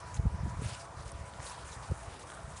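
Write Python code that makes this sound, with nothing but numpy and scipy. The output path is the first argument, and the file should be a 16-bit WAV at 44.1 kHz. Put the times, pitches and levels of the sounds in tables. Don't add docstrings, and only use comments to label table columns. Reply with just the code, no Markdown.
import sys
import numpy as np
from scipy import signal
from scipy.io import wavfile
from scipy.ndimage import uniform_filter1d

SR = 44100
rng = np.random.default_rng(int(sys.argv[2]) if len(sys.argv) > 2 else 0)


def master(y):
    cut = np.clip(np.atleast_2d(y).T, -1, 1)
    pcm = np.round(cut * 32767)
    wavfile.write(sys.argv[1], SR, pcm.astype(np.int16))


def makeup_ratio(level_db):
    decades = np.asarray(level_db, float) / 20
    return 10 ** decades


N = 114660
T = np.arange(N) / SR


def rms_one(x):
    return x / np.sqrt(np.mean(x ** 2) + 1e-20)


def in_time(rows):
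    return np.interp(T, *np.transpose(rows))


def at_hz(points, hz):
    table_hz, table_db = np.transpose(points)
    return np.interp(np.log(hz), np.log(table_hz), table_db)


def drift(rate_hz):
    r = np.exp(-40 * np.pi * rate_hz / SR)
    noise = rng.standard_normal(N // 20 + 2002)
    slow = rms_one(signal.lfilter([1], [1, -2 * r, r * r], noise)[2000:])
    return np.interp(np.arange(N) / 20, np.arange(len(slow)), slow)


def resonate(x, hz, width_hz):
    r = np.exp(-np.pi * width_hz / SR)
    feed = np.array([1, 0, -1]) * (1 - r * r) / 2
    return signal.lfilter(feed, [1, -2 * r * np.cos(2 * np.pi * hz / SR), r * r], x)


def resonate_twice(x, hz, width_hz):
    return resonate(resonate(x, hz, width_hz), hz, width_hz)


def bands(sources):
    edges = 30 * 2 ** np.arange(0, 8.9, 1 / 3)
    out = []
    for k, (low_hz, high_hz) in enumerate(zip(edges, edges[1:])):
        sos = signal.butter(2, [low_hz, high_hz], "band", fs=SR, output="sos")
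        out.append((np.sqrt(low_hz * high_hz), signal.sosfilt(sos, sources[k % 2])))
    return out


def lump(s, hz, cycles):
    turn = (T[::10] - s) * hz
    no_push = np.exp(-2 * (np.pi * cycles) ** 2)
    return np.exp(-0.5 * (turn / cycles) ** 2) * (np.cos(2 * np.pi * turn) - no_push)


# time_s, peak_db, pitch_hz, push (1) or
FOOTFALLS = [(0.172, -37, 128, -0.84), (0.1971, -18, 92, 0.87), (0.2369, -28.5, 84, 0.74),
             (0.2571, -20.5, 136, 1), (0.2692, -19.5, 71.5, -1), (0.2763, -26.5, 61, 0.97),
             (0.246, -34, 90, 1), (0.3284, -33, 61.4, -1), (0.3346, -34, 70, 0.9), (.3487, -27.5, 80.6, 0.95),
             (0.4107, -28, 79.4, -0.83), (0.4359, -23.5, 124, 0.72), (0.455, -24.5, 90.5, -0.89),
             (0.483, -27.5, 98, -0.68), (0.5069, -34, 100, 0.94), (.5236, -41, 110, 0.87),
             (0.5350, -42, 120, 0.91), (0.5715, -29, 65, 0.75), (.594, -28.5, 118, 0.83),
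             (.623, -31.5, 138, 0.95), (0.6402, -32.5, 110, 1), (0.6477, -33, 120, 1),
             (0.6604, -27.5, 113, -0.91), (.666, -36, 85, 1), (0.727, -37, 94, 0.91), (0.7841, -44, 100, 0.88),
             (0.909, -43.5, 117, 0.88), (0.974, -39, 89, -1), (0.998, -36, 100, -1), (1.0084, -37, 108, 0.85),
             (1.0641, -36.5, 84, -0.91), (1.083, -40, 60, -1), (1.142, -41, 85, -0.84),
             (1.1519, -35, 64, 0.86), (1.164, -42, 70, 1), (1.2126, -36.5, 90.5, 0.88),
             (1.219, -38, 72, -0.89), (1.3963, -37, 86, 0.8), (1.401, -41, 101, -1), (1.9089, -29, 74, -1.04),
             (1.9215, -23, 113, -0.97), (2.0816, -33.5, 87.6, -0.83), (2.444, -45, 90, -0.67),
             (2.449, -37, 68.6, 0.9), (2.5367, -45, 100, 0.83), (2.54, -41.5, 89, -0.95),
             (0.058, -38, 80.4, 0.62), (0.138, -37, 85, -0.75), (0.3724, -46, 89, 1),
             (1.6216, -49.5, 100, 1), (1.043, -42, 105, 1), (1.435, -54, 70, -0.75),
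             (1.194, -39.5, 106, -1), (1.2418, -38, 104, 1), (1.309, -47, 110, 0.87), (1.362, -39, 108, 1),
             (1.448, -41, 69, -1.05), (1.645, -41, 65, -1.1), (1.733, -45, 100, -0.94),
             (1.772, -42, 89, -1), (1.788, -49, 94, -0.84), (1.868, -46, 70, -0.83),
             (1.9, -34.5, 107, -1.17), (1.943, -40, 70, 1), (2.023, -47, 89.5, -0.89), (2.126, -42, 60, 1),
             (2.408, -44, 121, 0.92), (2.4812, -37, 133, -0.88), (2.4923, -43, 90, 0.92),
             (2.515, -38.5, 123, -0.83)]
# time_s, peak_db, pitch_hz
HARD_KNOCKS = [(.2610, -45, 430), (0.342, -39, 187), (0.464, -40.5, 327), (0.475, -36.5, 207),
               (.5300, -44, 171), (.6210, -40, 433), (.6220, -39.5, 257), (1.4650, -48, 516),
               (1.9150, -38, 490), (1.92, -41.5, 348)]
THUD_CYCLES, KNOCK_CYCLES = 0.33, 1.26
EDGE_DB, EDGE_RATIO = -18.5, 3.45
WEIGHT_DB, WEIGHT_RATIO = -7, 0.63


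def thuds():
    low = 0
    for s, db, hz, way in FOOTFALLS:
        body = lump(s, hz, THUD_CYCLES)
        edge = makeup_ratio(EDGE_DB) * lump(s, hz * EDGE_RATIO, THUD_CYCLES)
        weight = makeup_ratio(WEIGHT_DB) * lump(s, hz * WEIGHT_RATIO, THUD_CYCLES)
        low = low + way * makeup_ratio(db) * (body + edge + weight)
    for s, db, hz in HARD_KNOCKS:
        low = low + makeup_ratio(db) * lump(s, hz, KNOCK_CYCLES)
    return signal.resample_poly(low, 10, 1)[:N]


# time_s, level_db
JOSTLE_LEVEL = [(0, -53.5), (.13, -49), (.2, -40.5), (.3, -42.5), (.55, -46), (.68, -48), (.76, -56.5),
                (.92, -71), (1.0, -53.5), (1.3, -51.5), (1.55, -54), (2.3, -62), (2.6, -53)]
JOSTLE_HZ, LUMP_DB, LUMPS_PER_S = (45, 143.6), 3.5, 43


def jostle():
    sos = signal.butter(3, JOSTLE_HZ, "band", fs=SR, output="sos")
    low = signal.sosfilt(sos, rng.standard_normal(N + SR))[SR:]
    return makeup_ratio(in_time(JOSTLE_LEVEL)) * rms_one(low * makeup_ratio(LUMP_DB * drift(LUMPS_PER_S)))


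# start_s, length_s, level_db, brightest_hz
GRASS_BRUSHES = [(0, 0.0069, -57, 6060), (0.05, 0.079, -61, 5970), (0.134, 0.039, -56, 6900),
                 (0.163, 0.0074, -50, 3200), (0.427, 0.075, -64.5, 6100), (0.488, 0.032, -60.5, 6140),
                 (0.524, 0.33, -58, 5830), (0.607, 0.057, -55.5, 9300), (0.617, 0.098, -49, 3560),
                 (0.702, 0.068, -53, 3240), (0.761, 0.062, -56.5, 5940), (0.958, 0.075, -57.5, 5000),
                 (1.042, 0.063, -55.5, 5840), (1.131, 0.088, -62, 6100), (1.244, 0.053, -60.5, 8000),
                 (1.297, 0.24, -60.5, 6100), (1.402, 0.12, -51, 7000), (1.493, 0.14, -56, 4300),
                 (1.639, 0.06, -55, 6700), (1.686, 0.066, -54, 6750), (1.812, 0.071, -56, 4900),
                 (1.881, 0.18, -59, 7100), (2.35, 0.12, -63, 4960), (2.076, 0.098, -58, 3130),
                 (2.185, 0.047, -55, 6240), (2.256, 0.067, -56.5, 7000), (2.33, 0.02, -59, 7950),
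                 (2.46, 0.13, -59.5, 6700), (2.559, 0.037, -55, 7500)]
# pitch_hz, level_db (per Hz)
GRASS_COLOUR = [(700, 4.5), (1500, 6), (3000, 0.5), (5000, -4.5), (7000, -2), (9000, -0.5), (11500, 1)]
BLADES_PER_S, BLADE_SPREAD_DB, BLADE_SHARE = 4700, 5, 0.66
ATTACK_S, ATTACK_SHARE, RELEASE_S = 0.00094, 0.22, 0.008
BRIGHT_OCTAVES, BRIGHT_PEAK_DB = 0.42, 6.5


def grass():
    hit = rng.random((2, N)) < BLADES_PER_S / SR
    strength = makeup_ratio(BLADE_SPREAD_DB * np.minimum(rng.exponential(1, (2, N)), 5))
    ticks = hit * strength * rng.choice([-1, 1], (2, N))
    source = BLADE_SHARE * rms_one(ticks) + rng.standard_normal((2, N))

    s, length, db, bright_hz = np.transpose(GRASS_BRUSHES)[:, :, None]
    t = T[::32]
    rise = np.clip((t - s) / (ATTACK_S + ATTACK_SHARE * length), 0, 1)
    fade = np.exp(-np.maximum(t - s - length, 0) / RELEASE_S)
    shape = rise * fade * makeup_ratio(db)

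    out, together = 0, drift(71)
    for hz, band in bands(source)[12:]:
        octaves_off = np.log2(hz / bright_hz)
        bright = makeup_ratio(BRIGHT_PEAK_DB * np.exp(-0.5 * (octaves_off / BRIGHT_OCTAVES) ** 2))
        level = np.interp(T, t, np.sqrt(np.sum((shape * bright) ** 2, axis=0)))
        flutter_db = 0.88 * together + 1.8 * drift(44)
        out = out + band * level * makeup_ratio(at_hz(GRASS_COLOUR, hz) + flutter_db)
    return out


# time_s, peak_db, pitch_hz, width_hz
STEM_SNAPS = [(0.143, -38, 6500, 1400), (.665, -46, 4300, 1800), (0.752, -59, 2770, 1500),
              (1.1175, -35, 9500, 1500), (1.1205, -42.5, 6000, 2000), (1.337, -40, 2370, 2590),
              (1.402, -35.5, 805, 1200), (1.466, -38, 3600, 2500), (1.471, -38, 6200, 2000),
              (1.497, -39, 5300, 1400), (1.523, -42, 3020, 1500), (1.651, -43, 2500, 5000),
              (2.292, -44, 1200, 1500), (2.301, -36, 1000, 1500), (2.319, -41, 1200, 1600),
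              (2.327, -39.5, 700, 900), (2.348, -44.5, 8700, 2500), (2.355, -41.5, 1200, 1800)]
SNAP_FADE_S, SNAP_LENGTH = 0.0012, 600


def snaps():
    out = np.zeros(N)
    n = np.arange(SNAP_LENGTH)
    fade = np.exp(-n / SR / SNAP_FADE_S)
    for s, db, hz, width_hz in STEM_SNAPS:
        i = int(s * SR)
        click = (n == 0) + 0.25 * rng.standard_normal(SNAP_LENGTH) * fade
        burst = resonate_twice(click, hz, width_hz)
        out[i:i + SNAP_LENGTH] += makeup_ratio(db) * burst / np.abs(burst).max()
    return out


# middle_s, length_s, level_db, pitch_hz
LEAF_SCRAPES = [(.158, 0.029, -54, 6800), (0.174, 0.0088, -55.5, 4000), (0.498, 0.019, -62, 5950),
                (0.65, 0.025, -63, 9400), (0.673, 0.042, -55, 5970), (0.698, 0.037, -54, 4900),
                (0.744, .022, -54, 2900), (.748, 0.011, -51, 7200), (0.742, 0.031, -53.5, 4840),
                (0.807, 0.033, -55, 5300), (.81, 0.029, -58, 8300), (1.005, 0.018, -65, 4340),
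                (1.475, .03, -55, 4200), (1.472, 0.058, -54, 9300), (1.588, 0.022, -64, 3000),
                (1.729, .026, -55.5, 3900), (1.731, .026, -53, 5900), (1.761, 0.018, -57.5, 7900),
                (2.218, .02, -61, 3770), (2.31, 0.025, -63, 8400), (2.574, 0.014, -50, 6770),
                (2.57, .014, -57, 3700)]
SCRAPE_WIDTH_SHARE = 0.3


def scrapes():
    out = np.zeros(N)
    grain = rng.standard_normal(N) * makeup_ratio(5.0 * rng.standard_normal(N))
    for s, length, db, hz in LEAF_SCRAPES:
        span = slice(max(int((s - length) * SR), 0), int((s + length) * SR))
        band = rms_one(resonate_twice(grain[span], hz, SCRAPE_WIDTH_SHARE * hz))
        out[span] += makeup_ratio(db) * band * np.exp(-(2 * (T[span] - s) / length) ** 4)
    return out


# pitch_hz, level_db (per Hz)
FAR_AIR = [(40, -6), (118, -6), (262, -13.5), (600, -10), (1000, -6), (1700, -15.5), (2800, -26),
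           (11500, -30)]
# time_s, level_db
TRAFFIC_SWELL = [(0, 0.5), (.5, 0.5), (.9, -0.5), (1.5, 1.5), (2.25, 1.5), (2.6, -1)]
# pitch_hz, width_hz, start_db, swell_db, end_db
TRAFFIC_WHINES = [
    (671.8, 18, -64, -61, -65),
    (556, 37, -74, -63, -77),
    (119, 22, -59.5, -59.5, -62),
    (60, 8.3, -56.5, -57, -59.5),
]
AIR_DB, WHINE_SWELL_S = -50, 0.8


def traffic():
    far = 0
    for hz, band in bands(rng.standard_normal((2, N))):
        far = far + band * makeup_ratio(at_hz(FAR_AIR, hz) + 2.34 * drift(7.0))
    out = makeup_ratio(AIR_DB + in_time(TRAFFIC_SWELL)) * rms_one(far)
    for hz, width_hz, *levels_db in TRAFFIC_WHINES:
        level_db = np.interp(T, [0, WHINE_SWELL_S, T[-1]], levels_db) + 2.6 * drift(6.3)
        whine = resonate_twice(rng.standard_normal(N + SR), hz, width_hz)[SR:]
        out = out + makeup_ratio(level_db) * rms_one(whine)
    return out


# time_s, level_db
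MOTOR_LEVEL = [(0, -52), (.06, -53), (.15, -54.5), (.22, -67), (.31, -54.5), (.42, -60), (.51, -49.5),
               (.57, -63), (.7, -58), (.85, -60.5), (1.1, -62), (1.28, -56), (1.38, -69), (1.52, -52),
               (1.6, -67), (1.68, -59), (1.82, -73), (2.6, -77)]
MOTOR_HZ, WAVER_HZ, FLUTTER_DB = 983, 11, 2.5


def motor():
    phase = 2 * np.pi * np.cumsum(MOTOR_HZ + WAVER_HZ * drift(13.0)) / SR
    return np.sqrt(2) * makeup_ratio(in_time(MOTOR_LEVEL) + FLUTTER_DB * drift(42)) * np.sin(phase)


def scene():
    near = thuds() + jostle() + grass() + snaps() + scrapes()
    return (near + traffic() + motor())[None]


def low_pass(x):
    return signal.sosfilt(signal.butter(12, 11200, fs=SR, output="sos"), x)


# start_s, end_s
TOP_BAND_SPANS = [(.08, .14), (.35, .53), (.74, .82), (1.05, 1.14), (1.25, 1.3), (1.5, 1.56), (1.89, 2.0),
                  (2.15, 2.35), (2.48, 2.6)]
LOW_CUT_HZ, ROLL_OFF_HZ, CUTOFF_HZ = 38, 10450, 10680
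TOP_STEP_DB, TOP_BAND_DB = 45, -7


def record(dry):
    x = signal.sosfiltfilt(signal.butter(2, LOW_CUT_HZ, "high", fs=SR, output="sos"), dry)
    x = signal.sosfilt(signal.butter(16, ROLL_OFF_HZ, fs=SR, output="sos"), x)
    above = signal.ellip(4, 0.5, TOP_STEP_DB, [CUTOFF_HZ, 11150], "band", fs=SR, output="sos")
    below = signal.ellip(10, 0.5, TOP_STEP_DB, CUTOFF_HZ, fs=SR, output="sos")
    is_open = sum(1.0 * (T > start) * (T < end) for start, end in TOP_BAND_SPANS)
    leak = signal.sosfilt(above, x) * makeup_ratio(TOP_BAND_DB) * uniform_filter1d(is_open, size=900)
    return low_pass(signal.sosfilt(below, x) + leak)


dry = scene()
out = record(dry)
master(out)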